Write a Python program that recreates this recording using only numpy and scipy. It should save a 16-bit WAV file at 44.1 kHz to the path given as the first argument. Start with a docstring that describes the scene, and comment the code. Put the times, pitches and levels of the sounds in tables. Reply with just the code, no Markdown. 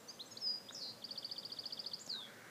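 """A small songbird sings one phrase in a garden: chirps, a long whistle, a buzz, a trill of fourteen two-part
syllables and a stuttering downward slide. Its syrinx makes pure tones that bend in pitch; a fast flutter turns
them into the buzz and the slide. Leaves and the ground scatter the song. Behind it lie a soft outdoor rush,
hiss, a faint hum, a few small ticks and a hoarse far-off call."""
import sys
import numpy as np
from scipy import signal
from scipy.fft import rfft, irfft
from scipy.io import wavfile

SR = 44100
rng = np.random.default_rng(int(sys.argv[2]) if len(sys.argv) > 2 else 0)


def materialize(psi):
    """Save the field psi as 16-bit PCM at rate SR to the path in sys.argv[1].

    A 1-D psi becomes a single channel; in a 2-D psi each row is a channel.
    """
    bounded = np.clip(np.atleast_2d(psi).T, -1, 1)
    quanta = np.round(bounded * 32767).astype(np.int16)
    wavfile.write(sys.argv[1], SR, quanta)


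N = 110250

# Chirps; some sound in pairs, one per side of the syrinx.
# Each row: start and length in seconds, first, middle and last pitch in Hz, level in dB.
CHIRP_NOTES = [(0, 0.016, 7600, 7470, 7250, -62), (.010, .07, 7250, 7280, 7000, -70),
               (0.081, 0.038, 4300, 4766, 5260, -45), (0.074, 0.039, 5560, 6240, 6450, -51),
               (.190, 0.039, 2777, 3936, 4330, -42.5), (.254, 0.045, 7480, 7630, 7800, -60.5),
               (0.255, .022, 6430, 6140, 6100, -58), (.306, 0.029, 5740, 5200, 4970, -51),
               (0.307, 0.037, 6490, 6617, 6380, -50.5), (0.344, 0.033, 3480, 3410, 3480, -61),
               (0.356, 0.016, 7700, 7440, 7700, -63), (0.3683, 0.013, 3200, 4490, 5100, -40.5),
               (0.487, 0.03, 6700, 6550, 6700, -65), (.683, 0.0235, 2930, 3665, 3900, -45),
               (.716, 0.032, 6600, 6830, 8300, -52), (1.9915, .005, 3360, 5000, 7900, -48),
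               (1.995, .014, 5400, 7160, 7500, -51.5), (2.005, 0.024, 6570, 7120, 8000, -47),
               (2.0625, 0.008, 5280, 6570, 8300, -46)]
# Echo colour; leaves scatter high notes most. Each row: frequency in Hz, gain in dB.
LEAF_SPECTRUM = [(3300, -1), (4700, -1), (5400, 2), (6500, 7), (8000, 1.5)]
# Outdoor rush before its low-pass. Each row: frequency in Hz, relative density in dB.
RUSH_SPECTRUM = [(18, -64), (30, -78), (59, -39.5), (101, -6), (187, -1.5), (225, 1), (321, -4.5),
                 (512, -2.5), (552, -1), (629, -5.5), (1790, -12.5), (2040, -14.5), (2600, -19.5),
                 (3380, -18), (5720, -120)]
# Even hiss. Each row: frequency in Hz, relative density in dB.
HISS_SPECTRUM = [(1800, -2), (2700, 4), (4000, 4), (7000, 2), (10000, -2), (15000, -4.5)]
# Hum. Each row: centre in Hz, level in dB.
HUM_BANDS = [(110.3, -79.5), (220.2, -78), (482, -77.5), (553, -77.5)]
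# Long whistle. Each row: time in seconds, pitch in Hz, level in dB.
WHISTLE_CURVE = [(.403, 5760, -59), (.421, 5245, -43), (.44, 5144, -38.5), (.476, 4964, -34),
                 (.515, 4929, -33.5), (.535, 4872, -45.5), (.558, 4926, -40.5), (.585, 4920, -56)]
# Ticks. Each row: start in seconds, ring in Hz, decay in seconds, level in dB.
TICK_EVENTS = [(.7092, 1500, .00045, -41), (1.564, 4200, .00008, -45), (1.73, 2500, .0001, -51),
               (2.0768, 5200, .0002, -39), (2.0776, 450, .0006, -44)]
# Buzz. Each row: time in seconds, pitch in Hz, level in dB, flutter rate in Hz, pitch swing in Hz,
# pulse depth from 0 to 1.
BUZZ_CURVE = [(.746, 5750, -42.5, 95.6, 613, 0.46), (.779, 5370, -44.5, 102.5, 450, 0.77),
              (.792, 5450, -45, 165, 483, 0.7), (.806, 4980, -47.5, 225, 480, 1),
              (.822, 4790, -38.5, 215, 504, 0.6), (.848, 4490, -43, 187, 457, 0.27),
              (.901, 4467, -44.5, 162, 440, 0.03), (.910, 4420, -49, 220, 420, 0.1),
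              (.95, 4580, -64, 210, 300, 0.1)]
# Trill syllables. Each row: upstroke start in seconds, level in dB, pitch in Hz, linear sweep in Hz,
# downstroke accent in dB.
TRILL_SYLLABLES = [(1.0399, -39.5, 4710, 830, 0), (1.1072, -38.5, 4696, 880, 0),
                   (1.1752, -37.5, 4720, 1050, 0.5), (1.2445, -37, 4620, 580, 0),
                   (1.312, -37, 4680, 960, -0.5), (1.3788, -38.5, 4733, 810, 1.5),
                   (1.4488, -39.5, 4730, 880, 2), (1.5177, -39, 4680, 730, 1.5),
                   (1.5865, -37.5, 4685, 860, 0), (1.655, -37.5, 4724, 1000, 0.5),
                   (1.7225, -37.5, 4750, 940, -1), (1.7908, -37.5, 4760, 930, 2.5),
                   (1.8606, -37, 4660, 990, 1.5), (1.9329, -36.5, 4650, 990, 0)]
# Closing slide. Each row: as for the buzz.
SLIDE_CURVE = [(2.084, 5650, -58, 59, 9.4, .05), (2.103, 4740, -35, 69, 15, 0.05),
               (2.114, 4480, -36.5, 69.8, 110, 1), (2.131, 4254, -37, 82, 190, .95),
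               (2.158, 3988, -39.5, 107.5, 210, 0.8), (2.169, 3796, -44, 105, 23, 0),
               (2.201, 3646, -45.5, 109, 18, 0.24), (2.207, 3586, -45, 101.6, 150, 0.84),
               (2.25, 3440, -45.5, 116, 100, 1), (2.268, 3245, -55, 120, 56, 0.2),
               (2.294, 3380, -62, 98, 26, 0.1)]
# Far call. Each row: start and length in seconds, centre and width in Hz, level in dB.
CALL_BANDS = [(2.125, .075, 1550, 109, -62), (2.147, .085, 1110, 400, -62), (2.187, .45, 1530, 120, -69),
              (2.232, .4, 2140, 240, -67), (2.259, .4, 1620, 620, -62)]


def amp(db):
    """Decibels to gain."""
    return 10 ** (np.asarray(db) / 20)


def add(mix, start_s, sound):
    """Mixes a sound in at start_s."""
    part = mix[max(round(start_s * SR), 0):][:len(sound)]
    part += sound[:len(part)]


def ramp(u):
    """Smooth step from 0 to 1."""
    return np.sin(np.pi / 2 * np.clip(u, 0, 1)) ** 2


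def wander(count, rate_hz):
    """Random drift, rate_hz new values a second."""
    return np.interp(np.arange(count) / SR * rate_hz, np.arange(256), rng.standard_normal(256))


def noise(gain_of_hz):
    """Shaped noise, rms 1."""
    x = irfft(rfft(rng.standard_normal(N)) * gain_of_hz(np.fft.rfftfreq(N, 1 / SR)), N)
    return x / np.sqrt(np.mean(x ** 2) + 1e-20)


def gain_at(spectrum, hz):
    """Gain of a spectrum table, interpolated over log frequency."""
    points_hz, db = np.transpose(spectrum)
    return amp(np.interp(np.log(hz + 1), np.log(points_hz), db))


def controls(curve, edge_s=0.00085):
    """Start time, soft-edged gate and per-sample columns of a curve."""
    times_s, *columns = np.transpose(curve)
    t = np.arange(times_s[0], times_s[-1], 1 / SR)
    gate = ramp((t - times_s[0]) / edge_s) * ramp((times_s[-1] - t) / edge_s)
    return times_s[0], gate, [np.interp(t, times_s, column) for column in columns]


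def syrinx(hz):
    """The bird's voice: a pure tone that wavers slightly about a pitch curve."""
    waver = 1 + 0.0048 * wander(len(hz), rate_hz=262.6)
    return np.sin(2 * np.pi * np.cumsum(hz * waver) / SR)


def glide(length_s, pitches_hz, swell_power):
    """A short note that swells and fades while bending through three pitches."""
    u = np.arange(0, length_s, 1 / SR) / length_s
    hz = np.polyval(np.polyfit([0, 0.5, 1], pitches_hz, 2), u)
    return np.sin(np.pi * u) ** swell_power * syrinx(hz)


def chirps():
    """Short glides around the longer notes."""
    out = np.zeros(N)
    for start_s, length_s, *pitches_hz, db in CHIRP_NOTES:
        add(out, start_s, amp(db) * glide(length_s, pitches_hz, swell_power=1.25))
    return out


def scatter(x, t60_s, onset_s, echoes_per_s=3000):
    """Many small echoes of random sign that die away."""
    t = np.arange(SR) / SR
    taps = rng.standard_normal(SR) * (rng.random(SR) < echoes_per_s / SR)
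    taps *= ramp(t / onset_s - 0.5) * np.exp(-np.log(1000) * t / t60_s)
    return signal.fftconvolve(x, taps / np.linalg.norm(taps))[:N]


def garden_echoes(song):
    """Leaves and the ground return a long bright tail and short near echoes."""
    leaf_gain = gain_at(LEAF_SPECTRUM, np.fft.rfftfreq(2 * N, 1 / SR))
    bright = irfft(rfft(song, 2 * N) * leaf_gain)[:N]
    tail = amp(-11.5) * scatter(bright, t60_s=0.75, onset_s=0.0068)
    near = amp(-9.5) * scatter(song, t60_s=0.11, onset_s=0.003)
    return tail + near


def background(rush_top_hz=2450, hum_half_width_hz=3):
    """Low outdoor rush, even hiss and a wavering hum of narrow noise bands."""
    rush = noise(lambda f: gain_at(RUSH_SPECTRUM, f) / np.sqrt(1 + (f / rush_top_hz) ** 10))
    hiss = noise(lambda f: gain_at(HISS_SPECTRUM, f))
    hum = np.zeros(N)
    for hz, db in HUM_BANDS:
        hum += amp(db) * noise(lambda f: 1 / (1 + ((f - hz) / hum_half_width_hz) ** 2))
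    return amp(-60.5) * rush + amp(-64) * hiss + hum


def whistle():
    """A clean note that sinks onto a steady pitch."""
    out = np.zeros(N)
    start_s, gate, (hz, db) = controls(WHISTLE_CURVE)
    add(out, start_s, gate * amp(db) * syrinx(hz))
    return out


def ticks(crunch_decay_s=0.002, crunch_full_hz=5000, highpass_hz=120):
    """Dry ticks close by: a brief damped ring plus noise; higher ticks crunch more."""
    out = np.zeros(N)
    t = np.arange(0, 0.01, 1 / SR)
    for start_s, hz, decay_s, db in TICK_EVENTS:
        ring = t / decay_s * np.exp(1 - t / decay_s) * np.sin(2 * np.pi * hz * t)
        crunch_gain = amp(-14) * min(hz / crunch_full_hz, 1)
        crunch = crunch_gain * np.exp(-t / crunch_decay_s) * rng.standard_normal(len(t))
        add(out, start_s, amp(db) * (ring + crunch))
    return signal.sosfilt(signal.butter(4, highpass_hz, "high", fs=SR, output="sos"), out)


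def fluttered_note(curve, lag_s):
    """Buzz or slide: each flutter beat pulls the pitch down and lets the sound out."""
    out = np.zeros(N)
    start_s, gate, (hz, db, rate_hz, swing_hz, depth) = controls(curve)
    jitter_cycles = 0.048 * wander(len(hz), rate_hz=130)
    cycles = np.cumsum(rate_hz) / SR - lag_s * rate_hz[0] + jitter_cycles
    beat = np.cos(2 * np.pi * cycles)
    opening = ramp((1 + beat) / 2 / 0.8)  # fully open in the top fifth of the swing
    pulse = 1 - np.clip(depth, 0, 1) * (1 - opening)
    add(out, start_s, gate * amp(db) * pulse * syrinx(hz - swing_hz * beat))
    return out


def trill(down_s=0.021, down_hz=(4010, 3463, 2690), down_lead_s=0.024,
          up_s=0.019, rise_s=0.0024, fall_s=0.009, flick_hz=1890):
    """Each syllable: a soft low downstroke, then a loud upstroke that steepens at both ends."""
    out = np.zeros(N)
    t = np.arange(0, up_s, 1 / SR)
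    swell = ramp(t / rise_s) * ramp((up_s - t) / fall_s)
    u = t / up_s - 0.4  # zero where the upstroke passes its listed pitch
    for start_s, db, hz, sweep_hz, accent_db in TRILL_SYLLABLES:
        detune = 1 + 0.018 * rng.standard_normal()
        downstroke = glide(down_s, np.multiply(down_hz, detune), swell_power=1.76)
        upstroke = swell * syrinx(hz + sweep_hz * u + flick_hz * u ** 3)
        add(out, start_s - down_lead_s, amp(db - 11 + accent_db) * downstroke)
        add(out, start_s, amp(db) * upstroke)
    return out


def far_call(rise_s=0.016, fall_s=0.029):
    """A hoarse distant call, blurred into noise bands."""
    out = np.zeros(N)
    for start_s, length_s, hz, width_hz, db in CALL_BANDS:
        t = np.arange(0, length_s, 1 / SR)
        band = noise(lambda f: 1 / np.sqrt(1 + (2 * (f - hz) / width_hz) ** 4))[:len(t)]
        swell = ramp(t / rise_s) * ramp((length_s - t) / fall_s)
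        add(out, start_s, amp(db) * swell * band)
    return out


def scene():
    """Bird, echoes and garden in mono; the closing slide is a little drier."""
    song = chirps() + whistle() + fluttered_note(BUZZ_CURVE, lag_s=0.00446) + trill()
    slide = fluttered_note(SLIDE_CURVE, lag_s=0.0021)
    echoes = garden_echoes(song + amp(-3.5) * slide)
    return (song + slide + echoes + background() + far_call() + ticks())[None]


def record(dry):
    """Steep low-pass on the whole mix."""
    cutoff_hz = 15400
    lowpass = signal.firwin(511, cutoff_hz, window=("kaiser", 9), fs=SR)
    return signal.oaconvolve(dry, lowpass[None], "same")


dry = scene()
out = record(dry)
materialize(out)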